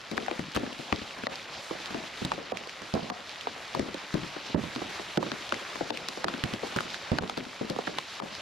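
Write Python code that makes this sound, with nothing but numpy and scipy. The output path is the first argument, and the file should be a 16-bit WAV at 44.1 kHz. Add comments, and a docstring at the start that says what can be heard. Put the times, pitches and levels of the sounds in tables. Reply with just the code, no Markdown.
"""A steady hiss of rain on a reed bed, soon broken by heavy drops that slap leaves close by.
Each heavy drop excites short blade modes, a crack and spray; its leaf knocks and shudders, then echoes.
Shattered drops patter in quick runs, droplets ring stems, and small drops tick on blades all around.
Far rain is band-filtered noise mixed with random impulses. The bed dips briefly at some of the slaps.
Damped resonances, decaying bursts of force and differences between the channels shape every near drop."""
import sys
import numpy as np
from scipy.fft import rfft, irfft, next_fast_len
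from scipy.io import wavfile
from scipy.ndimage import uniform_filter1d, map_coordinates

SR = 44100
rng = np.random.default_rng(int(sys.argv[2]) if len(sys.argv) > 2 else 0)


def unload_wav(signal):
    """Save mono or channel-first audio to the path in sys.argv[1] as 16-bit WAV at rate SR, clipped to [-1, 1]."""
    wavfile.write(
        sys.argv[1],
        SR,
        np.round(np.clip(np.atleast_2d(signal).T, -1, 1) * 32767).astype(np.int16),
    )


N = 370881

# the loudest drops; a taut leaf only knocks, a loose one swings on:
# (time [s], slap level [dB], slap reference pitch [Hz], crack level [dB], spray level [dB],
#  thump level [dB], thump reference pitch [Hz], swing level [dB], left over right [dB])
HEAVY_DROPS = [(0.1143, -38, 1970, -39, -39, -37, 299, -41, 9),
               (0.1788, -23, 1500, -35, -53, -36, 397, -42.5, 8),
               (0.2823, -24, 1130, -45, -49, -43, 600, -45.5, 11),
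               (0.312, -32, 1430, -33, -47, -34, 421, -47.5, 7),
               (0.3932, -30, 1110, -58, -45, -38, 205, -49, 7),
               (0.5632, -27, 1380.0, -42, -38, -33, 276, -41.5, 8),
               (0.572, -32, 1120.0, -35, -49, -29, 395, -46, 9),
               (0.6327, -53, 940.0, -58, -56, -32, 336, -43.5, 7),
               (0.7944, -55.0, 1200.0, -51, -55, -38.5, 334.0, -52, 8),
               (0.9258, -19.5, 1470, -23.5, -53, -26.5, 281, -42.5, 7),
               (1.236, -33, 1400.0, -37, -47, -36, 285, -65, 6),
               (1.2689, -24.5, 1360, -30, -59, -39, 613, -46, 2.5),
               (1.7096, -32, 1210, -41, -63, -33, 409, -47, -9.5),
               (1.9449, -32, 1020, -36, -47, -33.5, 350, -42, 8),
               (2.219, -55.0, 1100.0, -47, -62, -31.5, 258, -45.5, -3),
               (2.2497, -52, 1920.0, -28.5, -38, -36, 190, -50, 1),
               (2.3181, -21, 1210, -32, -39, -53, 606, -45.5, 3),
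               (2.378, -47, 1100.0, -48, -70, -40, 402, -47, 8),
               (2.5205, -28.5, 920, -40, -50, -34.5, 571, -43.5, -4),
               (2.9393, -27.5, 1100, -32, -44, -28.5, 250, -37.5, -6),
               (2.95, -47, 1060.0, -49, -43, -33, 524, -37.5, -10),
               (3.1001, -25, 1190, -40, -40.5, -45, 597, -43.5, 5.5),
               (3.471, -22.5, 1100, -37, -65, -34, 571, -53, 5),
               (3.7489, -24.5, 1260, -46, -39, -37, 360, -40, 7),
               (3.7943, -32.5, 1710.0, -38, -37, -27.5, 315, -39, 8),
               (3.9436, -38, 1700.0, -40, -40, -35.5, 424, -50, -6),
               (4.1415, -35, 1164, -48, -36, -31.5, 202, -36.5, 8),
               (4.3644, -38, 1025, -55, -56, -38.5, 384, -57, 8),
               (4.546, -24.5, 1000.0, -58, -69, -25.5, 320, -37, -15),
               (4.761, -34.5, 1500, -34, -44, -35.5, 322, -45, 0),
               (4.8177, -34, 1330, -59, -50, -35.5, 371, -47, -5),
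               (4.9956, -36, 1120, -48, -62, -39, 450, -54, 3.0),
               (5.1737, -24.5, 1390, -30.5, -33.5, -26, 393, -35.5, -6),
               (5.228, -27, 1210, -51, -41, -32.5, 362, -44, -10),
               (5.3174, -29.5, 1810, -30, -40, -36.5, 332, -47, 4),
               (5.523, -20, 1930, -48, -38, -36.5, 437, -45, 5),
               (5.757, -30.5, 1460, -46, -43, -45, 343, -54, 8),
               (5.809, -30.5, 940, -65, -62, -29, 408, -44.5, 9),
               (5.9044, -26.5, 1460, -31.5, -41, -35.5, 428, -43, 9.5),
               (6.086, -32, 2670, -38, -28, -61, 580, -51.5, -1),
               (6.2431, -21.5, 1540, -33, -30.5, -37, 403, -40.5, -3),
               (6.2828, -21.5, 1240, -30, -56, -55.0, 680, -53, 9),
               (6.3396, -31.5, 1370, -34, -56, -37, 320, -46.5, 7),
               (6.4378, -28, 1900, -28, -30.5, -31, 168.5, -42, -9),
               (6.537, -40, 1710.0, -33, -36, -33.5, 270, -51, 3),
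               (6.632, -58, 950.0, -55, -63, -34.5, 530, -42, 9),
               (6.7625, -28.5, 1660, -43, -35, -30.5, 271, -44, -6),
               (6.787, -23, 1900, -54, -44, -52, 410.0, -67.0, -1),
               (6.8061, -27.5, 1400, -33, -38, -41, 432.0, -52, 0),
               (7.1174, -22.5, 760, -34, -49, -30, 203, -35.0, -9),
               (7.186, -22, 1600, -27.5, -44, -41, 680, -49, 2.5),
               (7.236, -32, 910, -42, -56, -34, 230, -49, -9),
               (7.297, -26.5, 1800, -35, -41, -64, 507, -53, -3),
               (7.3757, -32.5, 1230, -33, -54, -32.5, 321, -43, 5),
               (7.6118, -51, 950.0, -49, -66, -29.5, 313, -40.0, 5),
               (7.6992, -45, 2590, -51, -32, -34, 288, -41, 5),
               (7.7628, -33.5, 1360, -44, -50, -37, 297, -65.0, -6),
               (7.7873, -56, 1100.0, -49, -43, -29.5, 549, -52, -6),
               (7.8722, -30, 1300, -40, -52, -41, 367, -53, -3),
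               (7.876, -28, 1700, -41, -57, -40, 390, -44, -3),
               (7.9856, -26, 1520, -26, -38, -63, 714, -71, -2),
               (8.2, -31, 1430, -43, -46, -50, 535, -47, 4),
               (8.222, -33, 1050.0, -53, -59, -56, 330, -44.5, 5)]
# spectrum of the fine spray thrown off by a drop: (frequency [Hz], level per Hz [dB])
SPRAY_SPECTRUM = [(2500, 5), (4500, 15.5), (6000, 9.5), (7300, 4), (8500, 0), (12000, -6), (16000, -23)]

SPAN = 8192  # samples that one drop may last
AGE = np.arange(SPAN) / SR  # time since a blow [s]
FREQS = np.fft.rfftfreq(SPAN, 1 / SR)  # [Hz]
ECHO_S = .091  # delay of the echo
# a bending leaf starts sharp by this fraction and sags in pitch with this time constant [s]
SHARP, SAG_S = 0.59, 0.0033


def amp(db):
    """Level in decibels to amplitude ratio."""
    return 10 ** (np.asarray(db) / 20)


def unit(x):
    """Normalization to an rms value of 1."""
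    return x / np.sqrt(np.mean(x ** 2) + 1e-20)


def along(points, hz):
    """Linear interpolation of (Hz, value) points on a logarithmic frequency axis."""
    f, v = np.transpose(points)
    return np.interp(np.log(hz + 1), np.log(f + 1), v)


def wobble(rate):
    """Slow random modulation: a smooth curve through rate random knots a second."""
    knots = rng.standard_normal(int(N * rate / SR) + 4)
    return map_coordinates(knots, [np.arange(N) * rate / SR])


def lumps(depth_db, size):
    """Stepwise random modulation: a gain that jumps every size samples."""
    return amp(depth_db * rng.standard_normal(SPAN // size)).repeat(size)


def filtered(x, response):
    """Linear filtering: the spectrum of a whole track times a frequency response."""
    m = next_fast_len(N + SPAN)
    return irfft(rfft(x, m) * response(np.fft.rfftfreq(m, 1 / SR)), m)[..., :N]


def causal(points):
    """Minimum phase through (Hz, dB) points by folding the cepstrum: nothing sounds before the blow."""
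    cepstrum = irfft(np.log(amp(along(points, FREQS))))
    cepstrum[1:SPAN // 2] *= 2
    cepstrum[SPAN // 2 + 1:] = 0
    return np.exp(rfft(cepstrum))


def resonance(hz, centre, q):
    """Frequency response of one damped mode with quality factor q."""
    damping = 1j * hz * centre / q
    return damping / (centre ** 2 - hz ** 2 + damping)


def soften(hz, edge_hz):
    """Two-pole low-pass: a drop takes time to flatten, so its force lacks high frequencies."""
    return 1 / (1 - (hz / edge_hz) ** 2 + 1j * np.sqrt(2) * hz / edge_hz)


def own_modes(hz, q, count):
    """Modal individuality: narrow modes scattered around a pitch, different at every call."""
    scatter_octaves = .45
    offsets = rng.standard_normal(count)
    return sum(resonance(FREQS, hz * 2 ** (scatter_octaves * offset), q) for offset in offsets)


def lasting(window):
    """Energy scaling: gain giving a sound of rms 1 over SPAN the energy of rms 1 over window seconds."""
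    return np.sqrt(window * SR / SPAN)


def burst(envelope, response, firm, window):
    """Forced response: an impulse of strength firm plus decaying random force drives a filter, in stereo."""
    # difference between the channels for a near drop: (frequency [Hz], side over mid [ratio])
    side_ratio = [(25, 0.97), (70, 0.5), (150, 0.13), (300, 0.62), (600, 0.85), (1100, 0.96), (2200, 0.55),
                  (6000, 0.57)]
    mid, side = rng.standard_normal((2, SPAN)) * envelope / np.linalg.norm(envelope)
    mid[0] += firm
    side_response = response * along(side_ratio, FREQS)
    mid = unit(irfft(rfft(mid) * response))
    side = unit(irfft(rfft(side) * side_response))
    side *= np.linalg.norm(side_response) / np.linalg.norm(response)
    return unit(np.array([mid + side, mid - side])) * lasting(window)


def add(track, s, sound, pan_db):
    """Superposition at time s, placed by the level difference of left over right."""
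    start = max(round(s * SR), 0)
    part = sound[:, :max(N - start, 0)]
    track[:, start:start + part.shape[1]] += part * unit(amp([[pan_db / 2], [-pan_db / 2]]))


def heavy_drops():
    """Impact excitation: a drop slaps a leaf and throws spray; the leaf knocks and shudders; a rough echo."""
    # spectrum of a shuddering leaf on its stem: (frequency [Hz], level per Hz [dB])
    shudder_spectrum = [(20, -16), (60, -10), (120, -3), (220, 7), (330, 2), (550, -4), (900, -12),
                        (2000, -18.5), (6000, -66)]
    firm = .75  # the clean blow of a drop against its rough part
    echo_db, rough_db = -12.5, -13  # rough echo and rough part of the knock, against the thump
    impacts, leaves = np.zeros((2, N)), np.zeros((2, N))
    spray_colour, shudder_colour = causal(SPRAY_SPECTRUM), causal(shudder_spectrum)
    contact = np.exp(-AGE / .0008) + .2 * np.exp(-AGE / .0035)
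    splash = np.exp(-AGE / .002)
    push = np.exp(-AGE / .004) + .1 * np.exp(-AGE / .016)
    swing = np.exp(-AGE / 0.035) * (1 - np.exp(-AGE / 0.0027))
    for drop in HEAVY_DROPS + soft_drops(count=9):
        s, slap_db, slap_hz, crack_db, spray_db, thump_db, thump_hz, swing_db, pan_db = drop
        blade, skin, flex = blade_modes(slap_hz), water_skin(), flexing_leaf(thump_hz)
        slap = amp(slap_db) * burst(contact, blade, firm, window=0.0042)
        crack = amp(crack_db) * burst(contact, skin, firm, window=0.0024)
        spray = amp(spray_db) * burst(splash, spray_colour, firm=0.29, window=0.0033)
        # the echo is a fresh rough burst in the colours of slap and crack
        impact_echo = amp(thump_db + echo_db) * burst(push, skin + blade, firm=0, window=0.0057)

        thump = amp(thump_db) * knock(thump_hz, window=.02)
        thump += amp(thump_db + rough_db) * burst(push, flex, firm=0, window=.02)
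        # the leaf's own modes outlast the knock, shaken unevenly as it swings
        narrow = 2 * own_modes(thump_hz, q=21.5, count=3) * soften(FREQS, edge_hz=1200)
        jolts = uniform_filter1d(lumps(depth_db=4.5, size=256), 64)
        tremble = shudder_colour + flex + narrow
        shudder = amp(swing_db) * burst(swing * jolts, tremble, firm=0, window=0.17)

        add(impacts, s, slap + crack + spray, pan_db)
        add(impacts, s + ECHO_S, impact_echo, 0)
        add(leaves, s, thump + shudder, 0.62 * pan_db)
    return impacts, leaves


def blade_modes(slap_hz):
    """Modal superposition: two short modes of the blade below the slap's pitch, and narrow ones around it."""
    low = resonance(FREQS, 0.53 * slap_hz, q=1.4)
    high = resonance(FREQS, 0.93 * slap_hz, q=0.75)
    blade = (low - 0.5 * high) * soften(FREQS, edge_hz=2700)
    return blade * (1 + 2 * own_modes(slap_hz, q=7.2, count=2))


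def water_skin():
    """Damped resonance: the crack of the water on the blade, its pitch scattered from leaf to leaf."""
    typical_hz, scatter_octaves = 3210, 0.22
    crack_hz = typical_hz * 2 ** (scatter_octaves * rng.standard_normal())
    return -resonance(FREQS, crack_hz, q=4.3) * soften(FREQS, edge_hz=3900)


def flexing_leaf(thump_hz):
    """Bending resonance: two modes of opposite sign, dulled in proportion to the pitch of the leaf."""
    low = resonance(FREQS, 0.68 * thump_hz, q=3.6)
    high = resonance(FREQS, 2.0 * thump_hz, q=4.1)
    return (low - 0.42 * high) * soften(FREQS, edge_hz=4.2 * thump_hz)


def soft_drops(count):
    """Stratified random arrival: softer rows like HEAVY_DROPS, one in each equal stretch of time."""
    # a typical soft drop
    slap_db, slap_hz, crack_db, spray_db = -42, 1270, -52, -45
    thump_db, thump_hz, swing_db = -44.5, 320, -55
    scatter_db, scatter_octaves, scatter_pan_db = 3, .4, 5
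    times = (np.arange(count) + rng.random(count)) * N / SR / count
    rows = []
    for s, (force, stiff, give, narrow, place) in zip(times, rng.standard_normal((count, 5))):
        rows.append((s, slap_db + scatter_db * force, slap_hz * 2 ** (scatter_octaves * stiff),
                     crack_db + scatter_db * force, spray_db + scatter_db * stiff,
                     thump_db + scatter_db * give, thump_hz * 2 ** (scatter_octaves * narrow),
                     swing_db + scatter_db * give, scatter_pan_db * place))
    return rows


def sagging_phase(hz):
    """Frequency glide: the phase [rad] of a bending mode that starts sharp and sags as the leaf gives way."""
    return 2 * np.pi * hz * np.cumsum(1 + SHARP * np.exp(-AGE / SAG_S)) / SR


def knock(thump_hz, window):
    """Damped bending modes: a leaf's modes swell, die and fall in pitch, out of step between the channels."""
    # modes of a flexing leaf: (pitch over thump pitch [ratio], level [dB], decay [s])
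    modes = [(0.422, -11, 0.0096), (0.722, 4.5, 0.0045), (1.2, 0, 0.005), (1.9, -8, 0.007)]
    attack_s, out_of_step = 0.0017, 0.46  # the lead or lag [rad] is at the thump pitch
    phase = sagging_phase(thump_hz)
    lags = out_of_step * rng.choice([-1, 1], len(modes))
    ring = np.zeros((2, SPAN))
    for (ratio, db, decay), lag in zip(modes, lags):
        ring += amp(db) * np.exp(-AGE / decay) * np.sin(ratio * (phase + np.array([[lag], [-lag]])))
    return unit(ring * (1 - np.exp(-AGE / attack_s))) * lasting(window)


def bends():
    """Coupled bending: a broad leaf knocks roundly over a deep swing and fans air; its stem hums on."""
    # drops that bend a broad leaf as a whole:
    # (time [s], body level [dB], body pitch after the sag [Hz], deep swing level [dB])
    broad_leaves = [(0.3932, -36, 195, -65), (0.563, -41.5, 150, -41), (0.9257, -50, 150, -40),
                    (2.249, -40, 141, -55), (2.9384, -40, 148, -44), (3.7956, -57, 141, -42),
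                    (4.142, -33, 172, -41), (4.546, -26.5, 179, -41.5), (5.1741, -34, 183, -55),
                    (6.4393, -40, 135, -44), (6.7633, -41, 172, -55), (7.1169, -35, 157, -32)]
    attack_s, body_decay_s = 0.0032, 0.0045
    deep_ratio, deep_decay_s = 0.59, .011  # pitch of the deep swing over the body pitch
    stem_db, stem_hz, stem_decay_s = -4.5, 171, 0.056  # level against the body
    puff_db, puff_edge_hz = -8, 70  # fanned air: level against the deep swing, upper edge
    track = np.zeros((2, N))
    swell = 1 - np.exp(-AGE / attack_s)
    deep_envelope = swell * np.exp(-AGE / deep_decay_s)
    hum = np.exp(-AGE / stem_decay_s) * (1 - np.exp(-AGE / body_decay_s)) ** 2
    scale = lasting(.04)
    for s, body_db, body_hz, deep_db in broad_leaves:
        phase = sagging_phase(body_hz)
        body = unit(swell * np.exp(-AGE / body_decay_s) * np.sin(phase))
        deep = unit(deep_envelope * np.sin(deep_ratio * phase))
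        # the stem's pitch is unsteady
        stem_phase = 2 * np.pi * stem_hz * np.cumsum(lumps(depth_db=2.4, size=256)) / SR
        stem = unit(hum * np.sin(stem_phase))
        puff = burst(deep_envelope, soften(FREQS, puff_edge_hz), firm=0, window=.04)
        bend = amp(body_db) * scale * (body + amp(stem_db) * stem)
        bend = bend + amp(deep_db) * (scale * deep + amp(puff_db) * puff)
        # the leaf leans to the side of the drop nearest in time
        *_, pan_db = min(HEAVY_DROPS, key=lambda drop: abs(drop[0] - s))
        add(track, s, bend, pan_db / 2)
    return track


def echo(leaves, delay, level_db):
    """Echo as a pure delay: the low leaf sounds return once, softly, delay seconds later."""
    return leaves + amp(level_db) * filtered(leaves, lambda hz: np.exp(-2j * np.pi * hz * delay))


def splats():
    """Impulse train: a drop shatters over several blades as a quick, uneven run of decaying droplets."""
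    # runs of droplets: (time [s], level [dB], length [s]); most are shattered drops, while the run at 4.645 s
    # follows the heavy drop at 4.546 s
    shattered = [(0.168, -35, 0.012), (0.547, -32, 0.027), (2.248, -34.5, 0.0084), (4.645, -41, 0.0056),
                 (4.892, -42, .014), (6.763, -33, 0.0094), (7.369, -40, 0.018)]
    gap_s, droplet_decay_s = .0045, .0009
    track = np.zeros((2, N))
    colour = resonance(FREQS, 1150, q=0.085) * soften(FREQS, edge_hz=3200)
    for s, db, length in shattered:
        starts = np.arange(0, length, gap_s)
        starts = starts + gap_s * rng.random(16)[:len(starts)] / 2
        since = AGE - starts[:, None]
        droplets = np.sum((since >= 0) * np.exp(-np.abs(since) / droplet_decay_s), axis=0)
        add(track, s, amp(db) * burst(droplets, colour, firm=0, window=length), 0)
    return track


def ticks():
    """Struck resonator: a droplet on a dry stem rings it for a few cycles and throws a little spray."""
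    # droplets on dry stems: (time [s], level [dB], pitch [Hz])
    droplets = [(.2016, -40, 2400), (.263, -35, 1800), (.729, -37, 3000), (0.961, -37, 4000),
                (1.357, -37, 4520), (1.8587, -33.5, 3580), (2.338, -40, 2500), (2.5718, -29.5, 2370),
                (2.673, -36, 450), (2.695, -36.5, 2500), (3.294, -38, 4070), (3.4102, -35, 3000),
                (4.751, -39, 4500), (5.4926, -32.5, 3260), (5.5424, -30, 2000), (5.9733, -30.5, 2590),
                (6.903, -39, 3480), (6.9439, -30, 1600), (7.2765, -42, 2980), (8.351, -39, 4500)]
    tick_spray_db = -8.5  # against the tick
    track = np.zeros((2, N))
    spray_colour = causal(SPRAY_SPECTRUM)
    for s, db, hz in droplets:
        stem = resonance(FREQS, hz, q=4.5) * soften(FREQS, edge_hz=4500)
        ring = burst(np.exp(-AGE / .0003), stem, firm=2, window=.0031)
        spray = burst(np.exp(-AGE / 0.0031), spray_colour, firm=0.24, window=0.0036)
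        add(track, s, amp(db) * (ring + amp(tick_spray_db) * spray), 0)
    return track


def patter(rate, spread_db):
    """Random arrivals: on average rate impulses a second, of uneven size and either sign, at rms 1."""
    draws = rng.random((N, 2))
    hit = draws[:, 0] < rate / SR
    # sizes are exponentially distributed in decibels, up to a limit
    size = amp(spread_db * np.minimum(-np.log(1 - draws[:, 1]), 4))
    return unit(hit * size * rng.choice([-1, 1], N))


def small_drops(level_db, rate, q, low_hz, high_hz, count):
    """Randomly excited resonators: light drops tick on nearby blades, each with its own pitch and place."""
    track = np.zeros((2, N))
    for pitch in np.geomspace(low_hz, high_hz, count):
        impulses = patter(rate, spread_db=2.5)
        blade = filtered(impulses, lambda hz: resonance(hz, pitch, q) * soften(hz, edge_hz=2360))
        add(track, 0, np.array([unit(blade)] * 2), rng.normal(0, 3.9))
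    return amp(level_db) * unit(track)


def rainfall():
    """Incoherent summation: wash on ground and water and hiss in foliage share one level curve."""
    # level of the bed of rain, which sags after some hard slaps: (time [s], level [dB])
    bed_level = [(0.0, -45), (1.66, -43), (1.85, -41.5), (2.2, -42), (2.41, -46), (3.21, -45), (4.12, -43),
                 (4.61, -42), (4.97, -41), (6.11, -42.5), (6.98, -40.5), (7.24, -46), (8.41, -42.5)]
    # spectrum of far rain on ground and water: (frequency [Hz], level per Hz [dB])
    wash_spectrum = [(20, -25), (60, -6), (130, -3), (260, -3), (600, 1), (1200, 1), (1900, -1.5),
                     (3000, -10.5), (6000, -82)]
    # spectrum of far rain on foliage: (frequency [Hz], level per Hz [dB])
    hiss_spectrum = [(400, -61), (1200, -14), (2200, 0), (3900, 0), (5000, -4), (6500, -9.5), (7500, -12.5),
                     (8200, -18.5), (10000, -21.5), (13400, -31), (14500, -56), (16000, -75)]
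    wash_db, hiss_db = -2.5, -2  # against the shared level curve
    bed_db = np.interp(np.arange(N) / SR, *np.transpose(bed_level))
    # drops arrive in loose clumps, partly shared by ground and foliage
    flurry_db = .6 * wobble(14)
    clumps_db = .8 * wobble(55)
    wash = far_rain(wash_spectrum, rate=500, spread_db=2.5, grain=0.77, patchy_db=1.6,
                    low_hz=293, high_hz=1670, count=3)
    hiss = far_rain(hiss_spectrum, rate=900, spread_db=1, grain=0.72, patchy_db=1.53,
                    low_hz=1760, high_hz=8530, count=4)
    wash = amp(bed_db + wash_db + flurry_db) * wash
    return wash + amp(bed_db + hiss_db + flurry_db + clumps_db) * hiss


def far_rain(spectrum, rate, spread_db, grain, patchy_db, low_hz, high_hz, count):
    """Shot noise over a noise blur of farther drops; each size of leaf has its own band and swells."""
    # correlation of the two channels: (frequency [Hz], correlation [0-1])
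    correlation = [(100, 1), (400, 0.94), (1300, 0.6), (2800, 0.93), (5000, 0.8), (8000, 0.02), (13000, 1)]
    pair = np.zeros((2, N))
    for own in np.eye(count):
        band = list(zip(np.geomspace(low_hz, high_hz, count), own))
        blur = rng.standard_normal((2, N))
        drops = blur + grain * np.array([patter(rate, spread_db), patter(rate, spread_db)])
        pair += filtered(drops * amp(patchy_db * wobble(17)), lambda hz: np.sqrt(along(band, hz)))

    def mid_side(hz):
        """Partial coherence: this division of energy between mid and side sets the correlation."""
        turn = np.arccos(np.clip(along(correlation, hz), -1, 1)) / 2
        return amp(along(spectrum, hz)) * np.array([np.cos(turn), np.sin(turn)])

    mid, side = filtered(pair, mid_side)
    return unit(np.array([mid + side, mid - side]))


def dips(recovery):
    """Gain modulation: the level of the bed sinks quickly at some of the slaps and creeps back."""
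    # starts of the dips: time [s]
    dip_times = [1.269, 2.518, 3.101, 4.547, 5.177, 5.9018, 6.245, 7.1855, 8.198]
    dip_db, deepest_s = -26.5, .011  # depth, and time from the start to the bottom
    level_db = np.zeros(N)
    shape = np.minimum((AGE / deepest_s) ** 2, np.exp((deepest_s - AGE) / recovery))
    for s in dip_times:
        start = round(s * SR)
        level_db[start:start + SPAN] += dip_db * shape[:N - start]
    return amp(level_db)


def scene():
    """Superposition: near drops stand in front of the bed of rain."""
    impacts, leaves = heavy_drops()
    blades = small_drops(level_db=-54.5, rate=11, q=13.0, low_hz=565, high_hz=3840, count=10)
    stems = small_drops(level_db=-51.5, rate=16, q=3.5, low_hz=1300, high_hz=5000, count=8)
    bed = (rainfall() + blades + stems) * dips(recovery=0.011)
    echoing = echo(leaves + bends(), delay=ECHO_S, level_db=-13.5)
    return impacts + bed + splats() + ticks() + echoing


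def record(dry):
    """Soft saturation rounds off the tallest peaks; a band limit then removes the highest treble."""
    ceiling, top_hz = 0.35, 15800
    rounded = dry / (1 + (dry / ceiling) ** 4) ** (1 / 4)
    return filtered(rounded, lambda hz: hz < top_hz)


dry = scene()
out = record(dry)
unload_wav(out)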